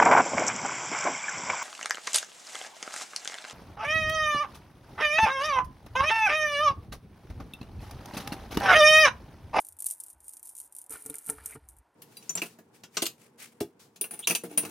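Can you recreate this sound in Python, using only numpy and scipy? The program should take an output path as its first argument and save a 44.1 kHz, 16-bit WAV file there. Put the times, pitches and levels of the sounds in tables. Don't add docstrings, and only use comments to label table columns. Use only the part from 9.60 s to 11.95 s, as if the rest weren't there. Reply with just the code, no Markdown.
import sys
import numpy as np
from scipy import signal
from scipy.fft import rfft, irfft
from scipy.io import wavfile
from scipy.ndimage import uniform_filter1d

SR = 44100
rng = np.random.default_rng(int(sys.argv[2]) if len(sys.argv) > 2 else 0)


def to_wav(s):
    ch = np.atleast_2d(s).T
    pcm = np.round(np.clip(ch, -1, 1) * 32767)
    wavfile.write(sys.argv[1], SR, pcm.astype(np.int16))


N = 103635


def undb(db):
    return 10 ** (np.asarray(db) / 20)


def unit(x):
    return x / np.sqrt(np.mean(x ** 2))


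def peak(x, db):
    return x * undb(db) / np.max(np.abs(x))


def curve(table, order=1):
    points = np.array(table)
    return np.interp(np.arange(N) / SR, points[:, 0], points[:, order])


def burst(start, length):
    u = np.clip((np.arange(N) / SR - start) / max(length, 1e-3), 0, 1)
    return 1.53 * np.sqrt(u) * (1 - u) ** 1.14


def ring(force, hz, t60):
    radius = np.exp(-np.log(1000) / (max(t60, 5e-4) * SR))
    angle = 2 * np.pi * hz / SR
    return signal.lfilter([np.sin(angle)], [1, -2 * radius * np.cos(angle), radius * radius], force)


def shade(x, points):
    colour = np.array(points)
    hz = np.arange(N // 2 + 1) * SR / N + 1
    gain_db = np.interp(np.log(hz), np.log(colour[:, 0]), colour[:, 1])
    return irfft(rfft(x) * undb(gain_db), N)


def spikes(times, sizes):
    return np.bincount(np.clip((times * SR).astype(int), 0, N - 1), sizes, N)


def patter(per_s, scatter_db):
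    draws = rng.random((2500, 2))
    times = np.cumsum(-np.log(draws[:, 0] + 1e-9)) / per_s
    keep = times < N / SR
    return times[keep], undb(-scatter_db * np.log(draws[keep, 1] + 0.03))


# (frequency [Hz], gain [dB])
ROOM_COLOUR = [(25, -7), (55, -5.5), (110, -10.5), (220, -15.5), (310, -5), (450, -13), (700, -10),
               (960, -3.5), (1120, -14.5), (1500, -13), (2400, -23), (4000, -30.5), (15000, -38)]
ROOM_DB = -70.5
MURMUR_HZ, MURMUR_DB, MURMUR_S = 852, -77, 0.06


def room():
    sway = unit(uniform_filter1d(rng.standard_normal(N), int(MURMUR_S * SR)))
    murmur = ring(rng.standard_normal(N), MURMUR_HZ, 0.0049)
    murmur = unit(ring(murmur, MURMUR_HZ, 0.0049)) * sway
    hush = unit(shade(rng.standard_normal(N), ROOM_COLOUR))
    return hush * undb(ROOM_DB) + murmur * undb(MURMUR_DB)


# (frequency [Hz], gain [dB])
BEAD_COLOUR = [(1060, -54.5), (1800, -32.5), (2710, -28.5), (4320, -25.5), (5100, -22), (6610, -14.5),
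               (7530, -12), (9030, -1.5), (10100, -4.5), (11300, -10), (14300, -12.5)]
CLICK_T60_S, CLICK_RISE_S = .002, .0002
ECHO_DB, ECHO_T60_S = -17, .04
PING_HZ, PING_SPREAD, PING_SHARE, PING_T60_S = 9910, 0.15, 0.43, .004
THIN, THIN_SPREAD = .85, .35


def clicks(times, sizes, size=800):
    t = np.arange(size) / SR
    rise = 1 - np.exp(-t / CLICK_RISE_S)
    head = rise * undb(-60 * t / CLICK_T60_S)
    tail = rise * undb(ECHO_DB - 60 * t / ECHO_T60_S)
    ping_decay = rise * undb(-60 * t / PING_T60_S)
    at = np.clip((times[:, None] * SR).astype(int) + np.arange(size), 0, N - 1).ravel()
    out = []
    for _ in range(2):
        noise = rng.standard_normal((2500, size))[:len(times)]
        ping_hz = PING_HZ * (1 + PING_SPREAD * noise[:, :1])
        ping = PING_SHARE * np.sin(2 * np.pi * ping_hz * t)
        crack = noise * head + ping * ping_decay
        thin = np.clip(THIN + THIN_SPREAD * noise[:, 1:2], 0, 1)
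        grain = crack - thin * np.roll(crack, 1, axis=1) + noise * tail
        energy = np.sum(grain ** 2, axis=1)
        grain = grain * (sizes / np.sqrt(energy))[:, None]
        out.append(shade(np.bincount(at, grain.ravel(), N), BEAD_COLOUR))
    return np.array(out)


# (time [s], level [dB])
RATTLE_LEVEL = [(0, -37.5), (.04, -56), (.1, -57.5), (.175, -75), (.2, -57), (.29, -39), (.33, -41),
                (.36, -55.5), (.395, -56.5), (.42, -55), (.51, -53.5), (.565, -77.5), (.65, -57.5),
                (.7, -50), (.73, -52.5), (.82, -65), (.86, -44), (.92, -50.5), (.945, -62.5), (1.0, -49.5),
                (1.06, -52.5), (1.1, -71.5), (1.19, -49), (1.285, -74), (1.31, -42), (1.4, -52),
                (1.47, -51), (1.57, -54), (1.63, -55.5), (1.7, -39.5), (1.75, -56), (1.82, -60.5),
                (1.88, -45.5), (1.95, -50), (2.0, -79.5), (2.075, -73.5), (2.1, -56), (2.155, -74),
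                (2.19, -67), (2.22, -88), (2.35, -92.5)]
RATTLE_PER_S, RATTLE_SCATTER_DB = 610, 0


def rattle():
    times, sizes = patter(RATTLE_PER_S, RATTLE_SCATTER_DB)
    return unit(clicks(times, sizes)) * undb(curve(RATTLE_LEVEL))


# (time [s], level before KNOCK_DB and click colour [dB])
KNOCK_EVENTS = [(0.0492, -33), (0.0684, -34.5), (0.087, -30.5), (0.124, -40.5), (0.168, -45.5),
                (0.1889, -35), (0.1923, -33), (0.2043, -25.5), (0.2232, -24), (0.2437, -25.5),
                (0.2587, -32), (0.261, -21.5), (0.2642, -22), (0.2663, -14.5), (0.287, -28.5),
                (0.3019, -24.5), (0.3104, -20), (0.3184, -31), (0.4018, -28.5), (0.411, -35),
                (0.437, -29.5), (0.465, -36.5), (0.484, -39), (0.5016, -33.5), (0.531, -44), (0.6044, -42),
                (0.644, -42.5), (0.6824, -31.5), (0.6934, -32), (0.7355, -33), (0.7692, -31.5),
                (0.7955, -39), (0.8297, -31), (0.8921, -34), (0.952, -32), (0.963, -45), (0.9674, -33.5),
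                (0.9798, -33), (0.986, -32), (0.993, -42), (1.0017, -26.5), (1.0155, -35.5),
                (1.1247, -36.5), (1.151, -34), (1.1655, -31), (1.1863, -31), (1.2163, -33), (1.2415, -42.5),
                (1.2637, -41.5), (1.296, -34.5), (1.3065, -26.5), (1.3249, -25.5), (1.333, -31),
                (1.3385, -32), (1.371, -38.5), (1.4229, -35.5), (1.462, -24.5), (1.4993, -25),
                (1.5423, -27.5), (1.5554, -25.5), (1.5658, -33), (1.584, -27.5), (1.6635, -29.5),
                (1.6688, -28.5), (1.6867, -29), (1.6997, -16.5), (1.857, -36), (1.86, -19), (1.909, -37.5),
                (2.0884, -35), (2.1673, -48.5), (2.186, -47), (2.3429, -65.5)]
KNOCK_DB, FLURRY_S = 23.5, 0.0027
FOLLOW_DB, FOLLOW_SCATTER_DB = -13, 3


def knocks(count=6):
    t, db = np.array(KNOCK_EVENTS).T[:, :, None]
    draws = rng.standard_normal((len(KNOCK_EVENTS), count, 2))
    follows = np.arange(count) > 0
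    late = (np.abs(draws[..., 0]) + 0.3) * follows
    follow_db = FOLLOW_DB + FOLLOW_SCATTER_DB * draws[..., 1]
    level_db = db + KNOCK_DB + follows * follow_db
    times = t - 2 * CLICK_RISE_S + late * FLURRY_S
    return clicks(times.ravel(), undb(level_db).ravel())


# (time [s], level before the swell and bass cut [dB], pitch [Hz], length [s])
BUMP_EVENTS = [(0.087, -60.5, 86.7, 0.12), (0.525, -57.5, 59.4, 0.078), (0.583, -63.5, 63, 0.11),
               (1.331, -57.5, 58.4, 0.036), (1.68, -56, 60, 0.084), (1.755, -49, 64.2, 0.14),
               (1.84, -61, 62.6, 0.15), (1.937, -62, 71.4, 0.16), (1.95, -44.5, 136, 0.039),
               (2.02, -53.5, 66, 0.059), (2.065, -52, 58, 0.1), (2.142, -54.5, 58.4, 0.097)]
BUMP_ROUGH = .8


def bumps():
    t = np.arange(N) / SR
    rumble = ring(ring(rng.standard_normal(N), 56, 0.03), 82, 0.01)
    rumble = BUMP_ROUGH * unit(rumble)
    total = np.zeros(N)
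    for at, db, hz, length in BUMP_EVENTS:
        sway = np.sqrt(2) * np.sin(2 * np.pi * hz * (t - at))
        total += undb(db) * burst(at, length) * (sway + rumble)
    return total


# (frequency [Hz], share before hardness [dB], main resonator t60 [s])
TABLE_MODES = [(143, -5.5, 0.11), (290, 3.5, 0.082), (440, 4.5, 0.097), (751, -10.5, 0.064),
               (909.5, -8.5, 0.07), (1401, -4, 0.023), (1820, -12.5, 0.045), (2412, -16, 0.011),
               (2880, -16, 0.0027), (4150, -18, 0.00079)]


def table(force, hardness_db):
    total = np.zeros(N)
    for hz, db, t60 in TABLE_MODES:
        mode = unit(ring(ring(force, hz, t60 / 4), hz, t60))
        tilt_db = hardness_db * max(np.log2(hz / 300), 0)
        total += undb(db + tilt_db) * mode
    return total


# (time [s], level applied to unit-rms scraping [dB])
SLIDE_LEVEL = [(1.28, -72), (1.35, -50), (1.42, -65.5), (1.55, -60), (1.63, -67.5), (1.75, -63),
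               (1.87, -58.5), (1.935, -63.5), (1.947, -65), (2.0, -72.5), (2.2, -87.5)]
SLIDE_PER_S, SLIDE_SCATTER_DB = 1000, 1.5
SLIDE_HARDNESS_DB = 6.5


def slide():
    times, sizes = patter(SLIDE_PER_S, SLIDE_SCATTER_DB)
    start = SLIDE_LEVEL[0][0]
    gate = curve([(start, 0), (start + .03, 1)])
    scrape = unit(table(spikes(times, sizes), SLIDE_HARDNESS_DB))
    return scrape * undb(curve(SLIDE_LEVEL)) * gate


# (time [s], peak level [dB], length [s], hardness [dB per octave])
THUMP_EVENTS = [(1.297, -42.5, 0.039, 1), (1.317, -47, .035, 10.5), (1.452, -40.5, 0.019, -0.5),
                (1.49, -37, 0.016, -3.5), (1.672, -47.5, 0.017, 2.5), (1.69, -30.5, 0.015, 3.5),
                (1.698, -44.5, 0.064, 1), (1.951, -36.5, 0.019, 1.5)]
PALM_S, PALM_SHARE = 0.0024, 0.43


def thumps():
    total = np.zeros(N)
    for t, db, length, hardness_db in THUMP_EVENTS:
        rough = uniform_filter1d(rng.standard_normal(N), size=5)
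        force = rough * burst(t, length) + PALM_SHARE * burst(t, PALM_S)
        total += peak(table(force, hardness_db), db)
    return total


# (time [s], peak level [dB], pitch [Hz], length of force [s])
TAP_EVENTS = [(1.334, -44, 1340, .012), (1.352, -38, 1400, 0.012), (1.496, -53, 2420, 0.0077),
              (1.501, -46.5, 3750, 0.0073), (1.542, -49, 1540, 0.0056), (1.543, -38, 2080, 0.0036),
              (1.783, -39.5, 1470, 0.0057), (1.788, -49.5, 1730, 0.038), (1.893, -51, 2414, 0.034),
              (1.897, -51.5, 1390, 0.03), (1.919, -41, 2145, 0.03)]
TAP_T60_S = .011


def taps():
    total = np.zeros(N)
    for t, db, hz, length in TAP_EVENTS:
        force = rng.standard_normal(N) * burst(t, length)
        total += peak(ring(force, hz, TAP_T60_S), db)
    return total


WIDE_HZ, WIDE_DB = 6500, -8.5


def scene():
    mid, side = knocks() + rattle()
    mid = mid + thumps() + taps() + slide() + bumps() + room()
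    treble = signal.butter(4, WIDE_HZ, "high", fs=SR, output="sos")
    side = signal.sosfilt(treble, side) * undb(WIDE_DB)
    return np.array([mid + side, mid - side])


BASS_HZ = 54.6
EDGE_HZ, EDGE_DB, TOP_HZ = 14250, -38, 15569


def record(dry):
    bass_cut = signal.butter(4, BASS_HZ, "high", fs=SR, output="sos")
    edge = signal.ellip(8, .2, 40, EDGE_HZ, fs=SR, output="sos")
    top = signal.ellip(8, .2, 70, TOP_HZ, fs=SR, output="sos")
    x = signal.sosfilt(bass_cut, dry)
    low = signal.sosfiltfilt(edge, x)
    stepped = low + undb(EDGE_DB) * (x - low)
    return signal.sosfilt(top, stepped)


dry = scene()
out = record(dry)
to_wav(out)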